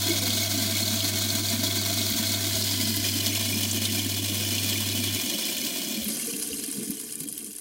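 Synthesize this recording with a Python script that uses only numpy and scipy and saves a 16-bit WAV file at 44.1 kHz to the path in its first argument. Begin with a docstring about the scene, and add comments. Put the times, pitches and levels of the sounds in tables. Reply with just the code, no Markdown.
"""Tap water sprays into the ringing drain of a kitchen waste disposer, heard from just above the steel sink.
The spray is noise gated by random impacts, with tiny bubbles, filtered by the resonances of the drain.
Noise and bubble tones filtered by the chamber make the churning; decaying tones and noise bursts add
glugs, air pockets and drops. The motor hums on harmonics of one tone and cuts off after five seconds;
the spray then collapses into a thin, ticking trickle. Low thumps and a faint rumble lie beneath."""
import sys
import numpy as np
from scipy import signal
from scipy.fft import rfft, irfft
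from scipy.io import wavfile
from scipy.ndimage import uniform_filter1d, map_coordinates

SR = 44100
rng = np.random.default_rng(int(sys.argv[2]) if len(sys.argv) > 2 else 0)


def bounce(signal):
    """Save signal as a 16-bit WAV file at the path given by the first command-line argument."""
    frames = np.transpose(np.atleast_2d(signal))
    limited = np.clip(frames, -1, 1)
    pcm = np.round(limited * 32767).astype(np.int16)
    wavfile.write(sys.argv[1], SR, pcm)


N = 335204
TIME = np.arange(N) / SR

# Force of the water striking the drain: t/s, level/dB
FLOW = [(0, -28.5), (1.3, -29.5), (2.7, -29), (3.6, -30), (4.1, -32), (4.7, -30), (5.8, -33), (6.05, -36.5),
        (6.6, -40.5), (7.1, -45), (7.6, -49.5)]
# Breakup of the stream into drops: t/s, rate per band/(1/s), share of smooth hiss/1
BREAKUP = [(0, 760, 0.4), (3, 920, 0.3), (5.6, 470, 0.36), (6.3, 200, 0.4), (6.8, 280, 0.14), (7.6, 215, 0)]
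# Water colours. Slopes: f/Hz, level/dB. Drain resonances: f/Hz, width/Hz, lift/dB
# Looking straight into the drain
OVER_SLOPE = [(200, -26), (550, -19.5), (880, -20), (1300, -15.5), (1900, -27.5), (2700, -22),
              (3600, -19.5), (6500, -7.5), (8500, -9.5), (12000, -12), (15500, -8)]
OVER_RESONANCES = [(666.4, 173, 18.1), (994, 70, 9), (1552, 195, 12.7), (1816, 51, 11.4), (2178, 676, 18.3),
                   (2552, 120, 9.7), (2970, 320, 8.5), (3364, 570, 16.2), (3750, 370, 10.4),
                   (4196, 670, 14.4), (4610, 170, 10.8), (5004, 150, 8.2), (5510, 281, 3), (8850, 210, 2.6)]
# While the listening point swings aside
SWING_SLOPE = [(200, -32), (550, -18), (880, -24), (1300, -22.5), (1900, -20), (2700, -16.5), (3600, -11),
               (6500, -9.0), (8500, -11.5), (12000, -14), (15500, -11.5)]
SWING_RESONANCES = [(672, 120, 14.7), (990, 130, 14.4), (1519, 410, 7.7), (1700, 157, 6.5), (2060, 260, 12),
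                    (2430, 420, 5.5), (3040, 330, 12), (3340, 290, 8.8), (4330, 1100, 6), (5020, 320, 9.5)]
# Looking in at a slant
SLANT_SLOPE = [(200, -30), (550, -9), (880, -20.5), (1300, -17), (1900, -13), (2700, -13), (3600, -11),
               (6500, -8), (8500, -10.5), (12000, -12), (15500, -10.5)]
SLANT_RESONANCES = [(680, 157, 10.7), (1002, 360, 9.7), (1558, 130, 5.7), (1794, 65, 5.9), (2170, 220, 5.1),
                    (2424, 380, 11.6), (2983, 440, 13.3), (3386, 480, 12.5), (4236, 1150, 9),
                    (5090, 380, 6.6), (5414, 360, 6.5), (6040, 538, 6.2), (6670, 320, 4), (9500, 230, 4.2)]
# The thin trickle once the tap is turned down
TRICKLE_SLOPE = [(200, -26), (550, -34.5), (880, -26.5), (1300, -23.5), (1900, -36), (2700, -13),
                 (3600, -16), (6500, -9.5), (8500, 0.5), (12000, -2.5), (15500, -12.5)]
TRICKLE_RESONANCES = [(700, 190, 20.6), (1013, 210, 9.9), (1174, 111, 10.8), (1506, 250, 13),
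                      (1765, 520, 19), (2110, 410, 16.4), (2410, 240, 9.6), (2950, 140, 5.7),
                      (3220, 240, 11.4), (4140, 680, 5.4), (5020, 1140, 6.5), (6140, 610, 6.8),
                      (6770, 416, 5.3), (7494, 224, 1.1), (9600, 490, 7.8), (11030, 1471, 6.4)]
# Narrow dips and peaks of the drain, shared by all four colours: f/Hz, width/Hz, lift/dB
NARROW_FEATURES = [(1264, 69, -8.5), (1986, 44, 7.5), (1980, 69, -7), (2300, 58, -14), (2386, 70, 3),
                   (3250, 67, 1)]
# Passage from each colour to the next: start t/s, end t/s
COLOUR_CHANGES = [(2.35, 2.9), (2.95, 3.35), (6.031, 6.1)]
# Single loud drops and slaps: t/s, peak level before the final colouring/dB, centre f/Hz
DROPS = [(0.1166, -17, 4200), (0.304, -15, 3970), (1.005, -14.5, 3830), (2.014, -16, 3830),
         (2.102, -14, 13000), (2.623, -14, 4640), (2.962, -15.5, 12600), (3.261, -15.5, 4570),
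         (3.7117, -15, 6860), (3.8528, -14.5, 3600), (3.992, -20, 3280), (4.581, -17, 3300),
         (6.044, -13.5, 13500), (6.0823, -16, 11400), (6.1899, -20, 9160), (6.427, -23, 9500),
         (6.662, -21, 9840), (6.714, -17.5, 9000), (6.906, -12, 12500), (7.1178, -30, 8500),
         (7.1552, -18, 8900), (7.2021, -22, 11000), (7.234, -19, 12500), (7.2764, -22, 10900),
         (7.287, -16, 9000), (7.3256, -19.5, 10500), (7.3784, -15, 10900), (7.4443, -24, 9700),
         (7.464, -27, 7500), (7.5653, -21.5, 8600)]
# Chamber spectra while the water is stirred and once it settles: f/Hz, level/dB
STIRRED_SPECTRUM = [(25, -69), (40, -40), (60, -21), (110, -14.5), (160, -9.5), (190, -6.5), (220, 3),
                    (260, -1.5), (295, 1.5), (325, -5.5), (350, -3.5), (400, -10.5), (470, -33), (600, -40),
                    (1000, -44)]
SETTLING_SPECTRUM = [(25, -55), (40, -48), (60, -31), (110, -15), (145, -5.5), (175, -10.5), (220, 3),
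                     (255, -1), (290, 5), (340, -5.5), (390, -6.5), (450, -4.5), (510, -18), (580, -23),
                     (1000, -61)]
# Large bubbles in the chamber: t/s, level before the swell and decay/dB, starting f/Hz, t60/s
GLUGS = [(0.081, -23, 360, 0.16), (0.098, -11, 333, 0.087), (0.569, -20, 254, 0.091),
         (1.529, -16.5, 233, 0.092), (1.587, -20, 223, .1), (2.195, -16.5, 222, 0.097),
         (2.885, -21, 225, 0.15), (3.535, -23, 222, 0.24), (4.058, -15.5, 252, 0.076),
         (5.345, -26, 212, 0.19), (5.968, -26.5, 212, 0.25), (6.06, -28, 209.8, 0.47),
         (6.228, -26, 225, 0.13), (6.275, -30.5, 448, 0.17), (6.498, -30, 465, 0.093),
         (6.68, -21, 272, 0.075), (6.779, -17, 225, 0.083), (6.896, -8, 222, 0.032),
         (7.205, -31, 160, 0.11), (7.212, -26.5, 265, 0.083)]
# Air pockets: t/s, length/s, first f/Hz, last f/Hz, nominal width/Hz, starting level/dB
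POCKETS = [(0.03, .16, 740, 560, 45, -41), (0.2, 0.14, 512, 492, 20, -44.5),
           (4.262, 0.27, 507, 469, 40, -50.5), (5.249, 0.6, 570, 542, 110, -49),
           (5.682, .29, 690, 616, 68, -48.5), (5.929, .33, 578, 540, 65, -48),
           (6.248, 1.5, 462, 398.4, 55.5, -49.5)]
# Soft low thumps: t/s, approximate peak level/dB
THUMPS = [(0.311, -49), (2.098, -40), (2.522, -42), (2.96, -43), (5.56, -52), (6.004, -44), (6.503, -49)]
# Room rumble: f/Hz, level/dB before scaling to ROOM_DB
ROOM_SPECTRUM = [(20, -20), (55, 0), (90, 0), (200, -12), (1000, -40)]

# The fizz follows the flow by a smaller amount and swells in the trickle
FULL_FLOW_DB, FULL_FLOW_FIZZ_DB, FIZZ_FOLLOWS, TRICKLE_FIZZ_DB = -28, -29, 0.68, 2.5
# Drops ring longer in the full spray than in the trickle
SLAP_T60_S, TICK_T60_S = 0.048, 0.027
# Bubbles on the trickle emerge, hold and fade
PLINK_DB, PLINK_START_S, PLINK_RISE_S, PLINK_FADE_S, PLINK_FADE_DB_PER_S = -47.3, 5.7, 0.35, 6.56, 22
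# The churning sinks slowly as the plate coasts, and faster once the chamber drains
CHURN_DB, COAST_DB_PER_S, DRAINED_S, DRAINED_DB_PER_S = -36, 3, 6.97, 10.5
# Rms level swing of the sloshing, larger once settled
SLOSH_HZ, SLOSH_STIRRED_DB, SLOSH_SETTLED_DB = 7, 0.33, 3
POCKET_ATTACK_S, POCKET_RELEASE_S, POCKET_FADE_DB_PER_S = 0.04, 0.045, 9.5
# The hum is steady but for one dip; at switch-off it drops sharply and dies away
HUM_HZ, HUM_DB = 99.98, -34.7
OFF_S, OFF_DROP_DB, OFF_DROP_S, HUM_FALL_DB_PER_S = 5.16, -8, 0.04, 121
DIP_S, DIP_DB, DIP_FALL_S, DIP_RECOVER_S = 2.1, -11, 0.022, 0.14
ROOM_DB, EDGE_HZ = -70, 15850


def spray(swell_db=0.26):
    """Source and filter: patter and tiny bubbles excite the drain, whose colour shifts with view and flow."""
    drops_and_hiss = patter()
    fine_bubbles = bubbles(1783, 9077, per_s=500, cycles=19.4, spread_db=4.5, rise=0.0032)
    drive = basin(drops_and_hiss + gain_of(-11.5) * fine_bubbles)
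    colours = [
        (OVER_SLOPE, OVER_RESONANCES),
        (SWING_SLOPE, SWING_RESONANCES),
        (SLANT_SLOPE, SLANT_RESONANCES),
        (TRICKLE_SLOPE, TRICKLE_RESONANCES),
    ]
    stages = [1] + [passed(*span) for span in COLOUR_CHANGES] + [0]
    splash_db = follow(FLOW)[0] + swell_db * wander(4)
    fizz_db = FULL_FLOW_FIZZ_DB + FIZZ_FOLLOWS * (splash_db - FULL_FLOW_DB)
    fizz_db = fizz_db + TRICKLE_FIZZ_DB * passed(*COLOUR_CHANGES[-1])
    low_pass = signal.firwin(63, 7000, fs=SR)
    out = np.zeros(N)
    for k, (slope, resonances) in enumerate(colours):
        water = colour(drive, slope, list(resonances) + NARROW_FEATURES)
        splash = signal.oaconvolve(water, low_pass, "same")
        fizz = water - splash
        # splash and fizz are each brought to rms 1, then given their own levels
        both = gain_of(splash_db) * evened(splash) + gain_of(fizz_db) * evened(fizz)
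        out += (stages[k] - stages[k + 1]) * both
    return out


def patter(count=9, wide=0.42):
    """Modulated noise: slaps cover all bands, droplets each sound in one band, and hiss stays smooth."""
    per_s, smooth = follow(BREAKUP)
    gush = np.sqrt(0.5 + impacts(150, spread_db=-0.5, decay_s=0.0098))  # the stream arrives in lumps
    slaps = impacts(per_s * 0.72, spread_db=4.0, decay_s=0.0021)
    hz = np.fft.rfftfreq(N, 1 / SR)
    noise = rfft(rng.standard_normal(N))
    place = np.interp(np.sqrt(hz), np.sqrt([900, 15000]), [0, count - 1])
    out = np.zeros(N)
    for k in range(count):
        droplets = impacts(per_s, spread_db=3.5, decay_s=0.0019)
        power = smooth + (1 - smooth) * (wide * slaps + (1 - wide) * droplets)
        triangle = np.maximum(1 - abs(place - k), 0)  # neighbouring bands overlap
        out += irfft(noise * triangle, N) * np.sqrt(power)
    return evened(out * gush)


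def impacts(per_s, spread_db, decay_s, largest=3.5, even_s=0.16):
    """Shot noise: power of random unequal impacts, each decaying exponentially; mean about 1."""
    size = gain_of(spread_db * np.minimum(rng.exponential(1, N), largest)) ** 2
    hits = size * (rng.random(N) < per_s / SR) / per_s
    power = signal.lfilter([1], [1, -np.exp(-1 / (decay_s * SR))], hits)
    # divide by the short-time mean, so lumps stay brief and the slow level stays even
    return power / (abs(uniform_filter1d(power, round(even_s * SR))) + 1e-9)


def bubbles(lo_hz, hi_hz, per_s, cycles, spread_db, rise, count=36):
    """Bubble resonance: each of many sizes rings as a decaying tone that rises a little."""
    out = np.zeros(N)
    t = np.arange(4096) / SR
    for hz in np.geomspace(lo_hz, hi_hz, count):
        age = t * hz * rng.uniform(0.97, 1.03) / cycles  # in decay times, each lasting `cycles` periods
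        phase = 2 * np.pi * cycles * (age + rise * age ** 2 / (1 + age / 10))
        ping = np.sqrt(hz) * np.exp(-age) * np.sin(phase)
        size = gain_of(spread_db * np.minimum(rng.exponential(1, N), 4))
        births = size * (rng.random(N) < per_s / count / SR)
        out += signal.oaconvolve(births, ping)[:N]
    return evened(out)


def basin(x, wet_db=-13, t60=0.047):
    """Early reflection: steel walls ripple the spectrum and give each drop a short tail."""
    t = np.arange(SR // 8) / SR
    tail = rng.standard_normal(len(t)) * gain_of(-60 * t / t60) * (t > 0.003)
    tail = band(tail / np.linalg.norm(tail), 1400, 9200)
    return x + gain_of(wet_db) * signal.oaconvolve(x, tail)[:N]


def plinks():
    """Bubble resonance: separate small bubbles stand out once the spray has thinned."""
    emerged = passed(PLINK_START_S, PLINK_START_S + PLINK_RISE_S)
    level = emerged * gain_of(PLINK_DB - PLINK_FADE_DB_PER_S * since(PLINK_FADE_S))
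    pings = bubbles(2550, 7340, per_s=170, cycles=13, spread_db=4.5, rise=0.0051)
    return level * basin(pings, wet_db=-8, t60=0.04)


def drops(breadth=1.25, skirt_db=-14):
    """Impulsive excitation: each loud drop is a sharp burst that dies away between the steel walls."""
    out = np.zeros(N)
    t = np.arange(SR // 10) / SR
    for s, db, hz in DROPS:
        t60 = SLAP_T60_S if s < COLOUR_CHANGES[-1][1] else TICK_T60_S
        envelope = gain_of(-60 * t / t60) + np.exp(-t / 0.00068)  # ringing plus a sharp onset
        noise = rng.standard_normal(len(t)) * envelope
        skirt = gain_of(skirt_db) * band(noise, 3400, 11600)
        burst = band(noise, hz / breadth, hz * breadth, order=3) + skirt
        add(out, s, gain_of(db) * burst / abs(burst).max())
    return colour(out, [(11000, 0.5), (15500, -7)])


def churn():
    """Cavity resonance: turbulence and big bubbles sound in the chamber and settle after the motor stops."""
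    turbulence = rng.standard_normal(N) * np.sqrt(impacts(140, spread_db=0.0, decay_s=0.013))
    gurgle = bubbles(177.8, 429.4, per_s=130, cycles=4.9, spread_db=-0.5, rise=0.0069)
    settled = passed(5.8, 6.24)
    out = np.zeros(N)
    for share, spectrum in ((1 - settled, STIRRED_SPECTRUM), (settled, SETTLING_SPECTRUM)):
        rush = evened(colour(turbulence, spectrum))
        gurgling = gain_of(-1.0) * evened(colour(gurgle, spectrum))
        out += share * evened(rush + gurgling)
    level_db = CHURN_DB - COAST_DB_PER_S * since(OFF_S) - DRAINED_DB_PER_S * since(DRAINED_S)
    slosh_db = SLOSH_STIRRED_DB + (SLOSH_SETTLED_DB - SLOSH_STIRRED_DB) * settled
    return gain_of(level_db + slosh_db * wander(SLOSH_HZ)) * out


def glugs(swell_s=0.0056, rise=0.33):
    """Bubble resonance: single large bubbles swell, ring and rise a little in pitch."""
    out = np.zeros(N)
    t = np.arange(SR // 4) / SR
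    for s, db, hz, t60 in GLUGS:
        level = gain_of(db - 60 * t / t60) * (1 - np.exp(-(t / swell_s) ** 2))
        add(out, s, level * np.sin(2 * np.pi * hz * t * (1 + rise * t)))
    return out


def air_pocket(start, length, first_hz, last_hz, width_hz, db):
    """Narrow-band noise: a resonance that sinks in pitch as the pocket of air grows."""
    end = start + length
    hz = first_hz * (last_hz / first_hz) ** passed(start, end)
    # the tone changes its size and phase at random, faster where the resonance is wide
    steps = 1.3 * width_hz * TIME
    knots = rng.standard_normal((2, 4096))
    real, imaginary = (map_coordinates(k, [steps], mode="wrap") for k in knots)
    carrier = np.exp(2j * np.pi * np.cumsum(hz) / SR)
    tone = evened(((real + 1j * imaginary) * carrier).real)
    envelope = passed(start, start + POCKET_ATTACK_S) * (1 - passed(end - POCKET_RELEASE_S, end))
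    return gain_of(db - POCKET_FADE_DB_PER_S * since(start)) * envelope * tone


def motor(second_db=-15, third_db=-22):
    """Harmonic series: the stator hums at twice the mains frequency with faint overtones."""
    wave = np.zeros(N)
    for k, db in enumerate([0, second_db, third_db], 1):
        wave += gain_of(db) * np.sin(2 * np.pi * k * HUM_HZ * TIME)
    lowest = DIP_S + DIP_FALL_S
    dip = passed(DIP_S, lowest) - passed(lowest, lowest + DIP_RECOVER_S)
    off_db = OFF_DROP_DB * passed(OFF_S, OFF_S + OFF_DROP_S) - HUM_FALL_DB_PER_S * since(OFF_S)
    return gain_of(HUM_DB + DIP_DB * dip + off_db) * evened(wave)


def thumps(base_hz=58, swell_s=0.011):
    """Transient tone: soft low thumps whose pitch sags exponentially."""
    out = np.zeros(N)
    t = np.arange(SR // 4) / SR
    hz = base_hz * (0.81 + np.exp(-t / 0.034))  # from about 105 Hz down to 47 Hz
    sagging = np.sin(2 * np.pi * np.cumsum(hz) / SR)
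    swell = 2 * (t / swell_s) ** 2 * np.exp(-t / swell_s)  # peaks near 1
    for s, db in THUMPS:
        add(out, s, gain_of(db) * swell * sagging)
    return out


def room():
    """Stationary noise: the faint low rumble of the kitchen lies under everything."""
    return gain_of(ROOM_DB) * evened(colour(rng.standard_normal(N), ROOM_SPECTRUM))


def colour(x, slope, resonances=(), size=4096):
    """Minimum phase: a causal filter of a slope with resonances on it, so each click rings afterwards."""
    hz = np.fft.rfftfreq(size, 1 / SR)
    db = read(slope, hz)
    for f, width, lift in resonances:
        db = db + lift / (1 + (2 * (hz - f) / width) ** 2) ** 2
    log_gain = np.log(gain_of(np.r_[db, db[-2:0:-1]]))
    # the Hilbert transform of the log gain gives the phase
    taps = np.fft.ifft(np.exp(np.conj(signal.hilbert(log_gain)))).real
    return signal.oaconvolve(x, taps)[:len(x)]


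def band(x, lo_hz, hi_hz, order=2):
    """Band-pass filtering: a Butterworth response keeps the range between two frequencies."""
    edges = [lo_hz, min(hi_hz, SR / 2 - 100)]
    return signal.sosfilt(signal.butter(order, edges, "band", fs=SR, output="sos"), x)


def wander(rate_hz, count=24):
    """Superposition: slow sines at rates up to rate_hz make a random swell of rms 1."""
    t = np.linspace(0, N / SR, N // 128)
    rates = np.geomspace(rate_hz / 4, rate_hz, count)
    waves = sum(np.sin(2 * np.pi * (hz * t + rng.random())) for hz in rates)
    return np.interp(TIME, t, evened(waves))


def gain_of(db):
    """Logarithmic level: decibels to amplitude."""
    return 10 ** (np.asarray(db) / 20)


def evened(x):
    """Mean power: scales to rms 1."""
    return x / np.sqrt(np.mean(x ** 2) + 1e-20)


def read(points, hz):
    """Logarithmic frequency: interpolates a spectrum between its points."""
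    f, value = np.transpose(points)
    return np.interp(np.log(hz + 1), np.log(f + 1), value)


def follow(rows):
    """Linear interpolation: turns each column after the time into a signal."""
    s, *columns = np.transpose(rows)
    return [np.interp(TIME, s, c) for c in columns]


def passed(start, end):
    """Linear ramp: rises from 0 to 1 between two times."""
    return np.clip((TIME - start) / max(end - start, 1e-3), 0, 1)


def since(start):
    """Elapsed time: seconds since a moment, zero before it."""
    return np.maximum(TIME - start, 0)


def add(mix, s, sound):
    """Superposition: mixes a sound in at s seconds."""
    part = mix[max(round(s * SR), 0):][:len(sound)]
    part += sound[:len(part)]


def scene():
    """Superposition: all sources sit in the one drain, so both channels are alike."""
    pockets = sum(air_pocket(*row) for row in POCKETS)
    water = spray() + plinks() + drops()
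    chamber = churn() + glugs() + pockets
    mono = water + chamber + motor() + thumps() + room()
    return np.array([mono, mono])


def record(dry):
    """Band limitation: a steep low-pass filter removes the range above EDGE_HZ."""
    low_pass = signal.firwin(1023, EDGE_HZ, window=("kaiser", 9), fs=SR)
    return signal.oaconvolve(dry, low_pass[None], "same")


dry = scene()
out = record(dry)
bounce(out)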